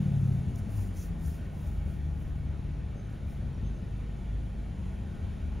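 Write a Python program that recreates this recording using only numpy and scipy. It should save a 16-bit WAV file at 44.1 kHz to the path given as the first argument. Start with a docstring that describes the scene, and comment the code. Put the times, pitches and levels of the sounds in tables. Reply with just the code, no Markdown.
"""A V8 pickup growls away from a shallow creek on a beach; a second slows and wades in, belts whining,
while a third idles close to the microphone with a lumpy throb. Each engine is firing tones over exhaust
puffs ringing in a pipe. Low thumps swell up, surf hisses behind, and wheels slosh and fizz in the water.
Something rubs softly on the hand-held camera, and a few thin squeaks come from afar."""
import sys
import numpy as np
from scipy import signal
from scipy.fft import rfft, irfft, next_fast_len
from scipy.io import wavfile
from scipy.ndimage import uniform_filter1d, map_coordinates

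SR = 44100
rng = np.random.default_rng(int(sys.argv[2]) if len(sys.argv) > 2 else 0)


def dump_mix(stems):
    """Bounce the given channels to the path in sys.argv[1] as a 16-bit WAV at rate SR."""
    frames = np.atleast_2d(stems).T  # one column per channel
    limited = np.clip(frames, -1, 1)  # hard clip at full scale
    pcm = np.round(limited * 32767).astype(np.int16)
    wavfile.write(sys.argv[1], SR, pcm)


N = 246959

IDLE_FIRING_HZ = 51.8
# the bank each cylinder of a V8 fires into, in firing order: (side [+1 or -1])
V8_BANKS = [1, -1, 1, 1, -1, 1, -1, -1]


def amp(db):
    """Decibels to gain."""
    return 10 ** (np.asarray(db) / 20)


def unit(x):
    """Scale to rms 1."""
    return x / np.sqrt(np.mean(x ** 2) + 1e-20)


def along(points, hz):
    """Interpolate (frequency [Hz], value) points on a log frequency axis."""
    f, v = np.transpose(points)
    return np.interp(np.log(hz + 1), np.log(f + 1), v)


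def curves(rows):
    """One value per sample for each column after the time."""
    times, *columns = np.transpose(rows)
    return [np.interp(np.arange(N) / SR, times, column) for column in columns]


def wobble(rate):
    """A smooth random curve, rate knots a second."""
    return map_coordinates(rng.standard_normal(4000), [np.arange(N) * rate / SR], mode="wrap")


def swell(start, length):
    """A half-sine rise and fall, silent outside its span."""
    return np.abs(np.sin(np.pi * np.clip((np.arange(N) / SR - start) / length, 0, 1)))


def filtered(x, response):
    """Multiply the spectrum of x by a function of frequency."""
    size = next_fast_len(N + SR // 2)
    return irfft(rfft(x, size) * response(np.fft.rfftfreq(size, 1 / SR)), size)[..., :N]


def ring(x, spectrum):
    """Send x through a causal, minimum-phase body with this spectrum."""
    size = SR // 2 * 2
    cepstrum = irfft(np.log(amp(along(spectrum, np.fft.rfftfreq(size, 1 / SR)))))
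    cepstrum[1:size // 2] *= 2
    cepstrum[size // 2 + 1:] = 0
    return signal.fftconvolve(x, irfft(np.exp(rfft(cepstrum))))[:N]


def rush(spectrum, patchy_db):
    """Stereo noise of rms 1, with patches of random gain in time and frequency."""
    # how wide the hiss sounds, wide lows and centred highs: (frequency [Hz], centring [0 wide, 1 centred])
    centring = [(100, 0.65), (250, 0.38), (600, 0.46), (1300, 0.52), (1600, 0.87), (2000, 1), (6500, 1),
                (7800, 1), (9000, 0.97), (11000, 0.8), (14000, 1)]
    frames = signal.stft(rng.standard_normal((2, N)), nperseg=1024)[2]
    patches = uniform_filter1d(rng.standard_normal(frames.shape[1:]), size=5, axis=0)
    patches = uniform_filter1d(patches, size=8, axis=1)
    pair = signal.istft(frames * amp(patchy_db * unit(patches)))[1][:, :N]

    def colour_and_width(hz):
        angle = np.arccos(np.clip(along(centring, hz), -1, 1)) / 2
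        return amp(along(spectrum, hz)) * [np.cos(angle), np.sin(angle)]

    mid, side = filtered(pair, colour_and_width)
    return unit(np.array([mid + side, mid - side]))


def placed(x, left_db, lead_rad=0):
    """A mono source left of the microphone: louder and earlier in phase on that side."""
    side = np.array([[1], [-1]]) / 2
    return filtered(x, lambda hz: amp(left_db * side) * np.exp(1j * lead_rad * side))


def exhaust(firings, pipe, bank_db, scatter_db, jitter_s):
    """One puff per firing rings the pipe; cylinders of unequal strength make the burble."""
    at = np.flatnonzero(np.diff(np.floor(firings)))
    chance = rng.standard_normal((1000, 2))[:len(at)]
    sizes = amp(bank_db * np.resize(V8_BANKS, len(at)) + scatter_db * chance[:, 0])
    at = np.clip(at + jitter_s * SR * chance[:, 1], 0, N - 1).astype(int)
    return unit(ring(np.bincount(at, sizes, N), pipe))


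def departing_truck():
    """A V8 drives off, sagging under load; unequal cylinders split its note into throbbing partials."""
    # the growl: (order [per engine cycle], opening level [dB], full-load level [dB], held until [s])
    partials = [(5, -45, -46, .25), (6, -42, -33, .33), (8, -32, -29, .34), (10, -33.5, -40, .45),
                (11, -38, -41, .45), (12, -46, -45, .27), (13, -47, -45.5, .27)]
    # resonance of the pipe: (frequency [Hz], relative gain [dB])
    pipe = [(40, -36), (80, -16), (105, -8), (135, -5), (175, 4.5), (215, -0.5), (245, -9), (290, -17),
            (360, -13.5), (500, -34), (800, -30), (1200, -48), (4000, -110)]
    start_hz, sag_hz_per_s, first_chug_s = 144.6, 32, 0.00706
    full_load_s, fade_db_per_s = 0.16, 69
    grit_db, grit_hold_s = -42, 0.27
    t = np.arange(N) / SR
    firing_hz = np.maximum(start_hz - sag_hz_per_s * t, IDLE_FIRING_HZ)
    firings = np.cumsum(firing_hz) / SR + 0.008 * wobble(25)
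    cycles = (firings - start_hz * first_chug_s) / len(V8_BANKS)
    load = np.minimum(t / full_load_s, 1)
    fade = lambda held_s: amp(-fade_db_per_s * np.maximum(t - held_s, 0))
    tones = 0
    for order, open_db, full_db, held_s in partials:
        gain = amp(open_db + load * (full_db - open_db) + .7 * wobble(25)) * fade(held_s)
        tones += gain * np.cos(2 * np.pi * (round(order) * cycles + .06 * rng.standard_normal()))
    puffs = exhaust(firings, pipe, bank_db=2, scatter_db=1.5, jitter_s=0.00194)
    grit = amp(grit_db) * fade(grit_hold_s) * puffs / np.std(puffs[t < grit_hold_s])
    return placed(np.sqrt(2) * tones + grit, left_db=1.5, lead_rad=0.34)


def wading_truck():
    """A truck slows for the water, then picks up; its firing tones glide over the burble of its pipe."""
    # the engine note: (time [s], firing rate [Hz], fundamental [dB], octave [dB], third harmonic [dB])
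    engine_note = [(0, 116, -58, -60, -70), (.64, 110, -52, -52, -70), (.74, 104, -33, -52, -70),
                   (.8, 100.5, -33, -53, -70), (.9, 92.7, -39, -46.5, -70), (1, 86.5, -39.5, -47, -70),
                   (1.2, 81.3, -42, -40.5, -70), (1.5, 72.9, -49, -49, -70), (1.7, 73.2, -39, -45.5, -70),
                   (2.06, 74, -37.5, -43.5, -70), (2.3, 73.6, -36, -44.5, -70),
                   (2.62, 72.3, -37.5, -43, -62), (2.85, 71, -45, -46.5, -65), (3.12, 69.6, -47, -50, -65),
                   (3.44, 68.1, -48, -43, -62), (4, 65.8, -51, -45.5, -62), (4.35, 65.8, -48, -44, -60),
                   (4.75, 68.5, -42, -47, -55), (5.3, 73, -45, -50, -54), (5.6, 74.5, -36, -53, -49)]
    # strength of the exhaust puffs: (time [s], level [dB])
    throttle = [(0, -51), (.35, -53.5), (.6, -41), (.8, -48.5), (1, -50), (1.6, -46), (2.4, -48.5),
                (3.2, -44), (3.7, -44), (4, -48), (4.6, -44), (5, -45.5), (5.6, -44)]
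    # resonance of the tailpipe: (frequency [Hz], relative gain [dB])
    tailpipe = [(30, -37), (50, -3), (80, -2.5), (103, -3.5), (125, -10.5), (175, -2.5), (220, -5.5),
                (270, -15.5), (400, -29.5), (800, -48.5), (2000, -69), (6000, -120)]
    firing_hz, tone_db, octave_db, third_db = curves(engine_note)
    firings = np.cumsum(firing_hz) / SR + 0.021 * wobble(35)
    tones = amp(tone_db + 1.5 * wobble(12)) * np.sin(2 * np.pi * firings)
    tones += amp(octave_db + 1.5 * wobble(18)) * np.sin(4 * np.pi * firings)
    tones += amp(third_db) * np.sin(6 * np.pi * firings)
    puffs = exhaust(firings, tailpipe, bank_db=3, scatter_db=4.0, jitter_s=0.0015)
    return placed(np.sqrt(2) * tones + amp(curves(throttle)[0]) * puffs, left_db=2.5, lead_rad=0.32)


def engine_bay():
    """The wading truck's belts and pulleys give narrow, fuzzy whines that grow as it nears."""
    # the whines at close range: (pitch [Hz], level [dB])
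    whines = [(1455, -79), (1787, -85), (2336, -84), (3085, -78.5), (3440, -89), (4054, -88)]
    # the bay turning towards the microphone: (time [s], gain [dB])
    nearness = [(0, -15), (2.5, -8), (3.8, -4), (4.2, 1), (5, -1), (5.5, 0)]
    width_hz = 45
    t = np.arange(N) / SR
    singing = 0
    for hz, db in whines:
        fuzz = wobble(width_hz) + 1j * wobble(width_hz)
        singing += amp(db) * unit(np.real(fuzz * np.exp(2j * np.pi * hz * t)))
    return amp(curves(nearness)[0]) * singing


def idling_truck():
    """A V8 parked close by fires four times a turn; its tones waver under lumpy, loping puffs."""
    # the drone: (order [per crank turn], level [dB])
    orders = [(2, -47.5), (7, -48), (8, -43.5), (14, -49.5), (22, -61)]
    # the firing tone: (time [s], level [dB])
    boom_level = [(0, -43), (.4, -43), (.8, -34.5), (1.1, -36), (1.3, -41), (1.8, -34.5), (2.6, -38.5),
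                  (3.3, -38.5), (3.75, -35.5), (4.3, -33), (4.8, -37), (5.1, -43), (5.6, -32.5)]
    # the tone that uneven banks add at 1.5 times the firing rate: (time [s], level [dB])
    bank_level = [(0, -46), (1, -51), (1.9, -47), (2.3, -41), (2.8, -55), (3.35, -37.5), (3.8, -49),
                  (4.3, -53), (4.7, -42.5), (5.6, -44.5)]
    # strength of the exhaust puffs: (time [s], level [dB])
    puff_level = [(0, -39.5), (.55, -38.5), (1, -40.5), (1.7, -42), (2.3, -40), (3, -41), (3.5, -39),
                  (4.1, -44.5), (4.8, -40), (5.6, -41)]
    # resonance of the muffler: (frequency [Hz], relative gain [dB])
    muffler = [(25, -22.5), (38, 9), (50, -9), (66, 6), (80, 3), (100, 1), (122, -4), (175, -7),
               (230, -12.5), (300, -20), (450, -26.5), (900, -47.5), (2000, -71), (6000, -120)]
    throb_period_s, throb_peak_s, throb_depth_db = .315, 0.53, 2
    firings = np.cumsum(IDLE_FIRING_HZ * (1 + 0.0041 * wobble(2.5))) / SR
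    crank = firings / 4
    drone = 0
    for order, db in orders:
        gain = amp(db + 1.7 * wobble(7.4))
        drone += gain * np.sin(2 * np.pi * (round(order) * crank + rng.random() + .04 * wobble(8)))
    throb_db = throb_depth_db * np.cos(2 * np.pi * (np.arange(N) / SR - throb_peak_s) / throb_period_s)
    boom = amp(curves(boom_level)[0] + throb_db + 1.9 * wobble(10)) * np.sin(2 * np.pi * firings)
    bank_gain = amp(curves(bank_level)[0] + 2.5 * wobble(12))
    bank_tone = bank_gain * np.sin(2 * np.pi * (1.5 * firings + .06 * wobble(8)))
    lope_db = np.sin(np.pi * crank)  # once every two turns
    puffs = exhaust(firings, muffler, bank_db=1.5, scatter_db=2.0, jitter_s=0.00285)
    return drone + boom + bank_tone + placed(amp(curves(puff_level)[0] + lope_db) * puffs, left_db=3.0)


def beach():
    """Behind the trucks lies a wide wash of surf and far engines, with fine spray on top."""
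    # surf and distant traffic: (frequency [Hz], relative density [dB])
    surf_spectrum = [(25, -20), (60, 9.5), (200, 9), (330, 5.5), (480, 1), (700, -1.24), (850, -7),
                     (1100, -8), (1500, -12), (2500, -13.5), (3500, -18.5), (5000, -26.5), (10000, -30),
                     (15000, -56)]
    # course of the wash: (time [s], level before the lift [dB])
    surf_level = [(0, -52.5), (.4, -53.5), (1, -53.5), (2, -54.5), (3, -54.5), (4, -54.5), (5, -54),
                  (5.6, -53.5)]
    # fine spray: (frequency [Hz], relative density [dB])
    spray_spectrum = [(2000, -1.5), (4800, -10.5), (6200, -2), (7500, -2), (10000, -1), (11500, -15.5),
                      (15500, -9.5)]
    # course of the spray: (time [s], level [dB])
    spray_level = [(0, -63), (.4, -68), (.55, -66), (2, -73.5), (3.5, -71.5), (4.8, -69.5), (5.6, -70.5)]
    # ripples in the wash's tone colour, narrow peaks and hollows: (centre [Hz], width [Hz], gain [dB])
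    ripples = [(492, 28, -2.5), (677, 30, 2.5), (834, 38, 6), (1200, 40, -2), (1290, 37, 2.5),
               (1480, 95, 4.5), (1697, 58, -1.5), (1830, 64, 4), (2070, 65, -2.5), (2255, 98, 3)]
    lift_db = 5.0
    surf = amp(curves(surf_level)[0] + lift_db + 0.27 * wobble(9.8)) * rush(surf_spectrum, patchy_db=1.5)
    spray = amp(curves(spray_level)[0] + 0.57 * wobble(11)) * rush(spray_spectrum, patchy_db=1.2)
    ripple_db = lambda hz: sum(db * np.exp(-((hz - centre) / width) ** 2) for centre, width, db in ripples)
    lean_db = lambda hz: along([(600, 2.0), (1100, 0.33)], hz) / 2  # the lows sit a little to the left
    return filtered(surf, lambda hz: amp(ripple_db(hz) + [lean_db(hz), -lean_db(hz)])) + spray


def bow_wave():
    """Water pushed aside by the wheels breaks with a smooth fizz."""
    # breaking water: (frequency [Hz], relative density [dB])
    fizz_spectrum = [(700, -21.5), (1600, -0.5), (2700, -3.5), (3700, 0.5), (5000, -11.5), (8000, -28)]
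    # rise and fall of the wave: (time [s], level [dB])
    fizz_level = [(0, -68.5), (1.5, -86), (2.6, -75), (3.6, -70.5), (4.6, -76), (5.6, -72)]
    return amp(curves(fizz_level)[0]) * rush(fizz_spectrum, patchy_db=0.5)


def slosh(count=1800, pitch_hz=1900, spread=0.405, cycles=9, size_db=3):
    """Tyres churn the creek into drops and short bubbles that start softly and rise in pitch."""
    # water thrown by the tyres: (time [s], level [dB])
    water_level = [(0, -75), (.5, -79), (1, -69), (2, -82), (3, -69.5), (4.5, -88), (5.6, -73)]
    t = np.arange(SR // 50) / SR
    start = rng.integers(0, N, (count, 1))
    hz = np.clip(pitch_hz * np.exp(spread * rng.standard_normal((count, 1))), 500, 4000)
    age = hz * t / cycles
    strength = amp(size_db * np.minimum(rng.exponential(size=(count, 1)), 4))
    size = strength * pitch_hz / hz  # big bubbles are low and loud
    envelope = (1 - np.exp(-(hz * t) ** 2)) * np.exp(-2 * age) * (1 - t / t[-1])
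    drops = size * envelope * np.sin(2 * np.pi * hz * t * (1 + 0.046 * age))
    water = np.bincount((start + np.arange(len(t))).ravel(), drops.ravel(), N)[:N]
    return amp(curves(water_level)[0]) * unit(water)


def handling():
    """Right at the microphone, touches and uneven strokes swish on the case; firm ones whistle a little."""
    # touches and strokes: (start [s], length [s], level [dB], whistle over the swish [dB])
    strokes = [(0.078, 0.41, -68, -19), (.45, 2.6, -74.5, -24), (0.554, .011, -57, 3),
               (0.562, 0.05, -58.5, -20), (0.654, 0.28, -57.5, -19), (0.92, 0.19, -55, -2.5),
               (.945, .055, -67.5, 4), (1.171, .26, -58, -21), (1.234, 0.055, -68, 4),
               (1.493, 0.35, -67, -24), (1.83, 0.17, -69, -20), (2.15, 0.18, -71.5, -18),
               (3.07, .12, -73, -20), (3.24, 0.17, -68, -16)]
    # swish of the camera's case: (frequency [Hz], relative density [dB])
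    swish_spectrum = [(2500, -14), (4300, -8), (6300, -4), (8000, -0.5), (10000, 0), (11500, -7),
                      (15500, -3.5)]
    # what a firm stroke excites: (frequency [Hz], relative density [dB])
    whistle_spectrum = [(4000, -32), (5400, -9.5), (6100, 0.5), (6700, -4.5), (7200, -6), (8500, -21.5)]
    swish_power, whistle_power = 1.27, 7.8  # the whistle sounds only at the height of a stroke
    swish = whistle = 0
    for start, length, db, whistle_db in strokes:
        stroke = swell(start, length)
        swish += amp(db) * stroke ** swish_power
        whistle += amp(db + whistle_db) * stroke ** whistle_power
    flicker = amp(1.2 * wobble(35.2))
    swish = swish * rush(swish_spectrum, patchy_db=1.2)
    whistle = whistle * rush(whistle_spectrum, patchy_db=2.0)
    return flicker * (swish + whistle)


def thumps(length_s=.13):
    """Soft, low thumps, a few cycles long, swell out of the rumble a little to the left."""
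    # each thump: (time of peak [s], pitch [Hz], peak level [dB])
    peaks = [(.48, 77.5, -31), (1.285, 71.2, -28.5), (1.68, 76.4, -31.5), (1.8, 75.4, -28.5),
             (3.45, 71.5, -34), (5.24, 88.3, -32.5)]
    t = np.arange(N) / SR
    booms = 0
    for peak_s, hz, db in peaks:
        envelope = swell(peak_s - length_s / 2, length_s) ** 2
        booms += amp(db) * envelope * np.sin(2 * np.pi * (hz * t + rng.random()))
    return placed(booms, left_db=3.0)


def squeaks():
    """Thin, raspy squeaks from far off, as of wet brakes."""
    # each squeak: (start [s], length [s], pitch [Hz], level [dB])
    notes = [(2.935, 0.11, 6320, -66), (3.02, 0.076, 6318, -71), (3.278, 0.052, 5350, -72),
             (3.527, .036, 5680, -69), (3.567, .036, 5670, -69), (3.625, 0.1, 6300, -66),
             (3.713, .1, 6285, -70)]
    wavering_time = np.cumsum(1 + .006 * wobble(300)) / SR
    rasp = amp(2.5 * wobble(120))
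    return rasp * sum(amp(db) * swell(start, length) ** 2 * np.sin(2 * np.pi * hz * wavering_time)
                      for start, length, hz, db in notes)


def scene():
    """Three trucks at the creek, heard in the open air without echoes."""
    trucks = departing_truck() + wading_truck() + engine_bay() + idling_truck()
    return trucks + thumps() + beach() + bow_wave() + slosh() + handling() + squeaks()


def record(dry):
    """The camera's band-limited stereo microphone; its two ports differ in phase, fully so near 8 kHz."""
    # phase between the ports: (frequency [Hz], lead of the left [rad])
    port_lead = [(430, 0), (780, .5), (1030, 1.0), (1700, 0), (6700, 0), (7250, .8), (7800, 3.14),
                 (8750, 3.14), (9400, 1.2), (10200, .7), (10500, 0), (13000, 0), (13900, -1), (15300, -1.8)]
    fade_in_s, top_hz = .004, 15750
    fade_in = np.minimum(np.arange(N) / (fade_in_s * SR), 1)
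    ports = lambda hz: np.exp(.5j * along(port_lead, hz) * [[1], [-1]]) * (hz < top_hz)
    return filtered(fade_in * dry, ports)


dry = scene()
out = record(dry)
dump_mix(out)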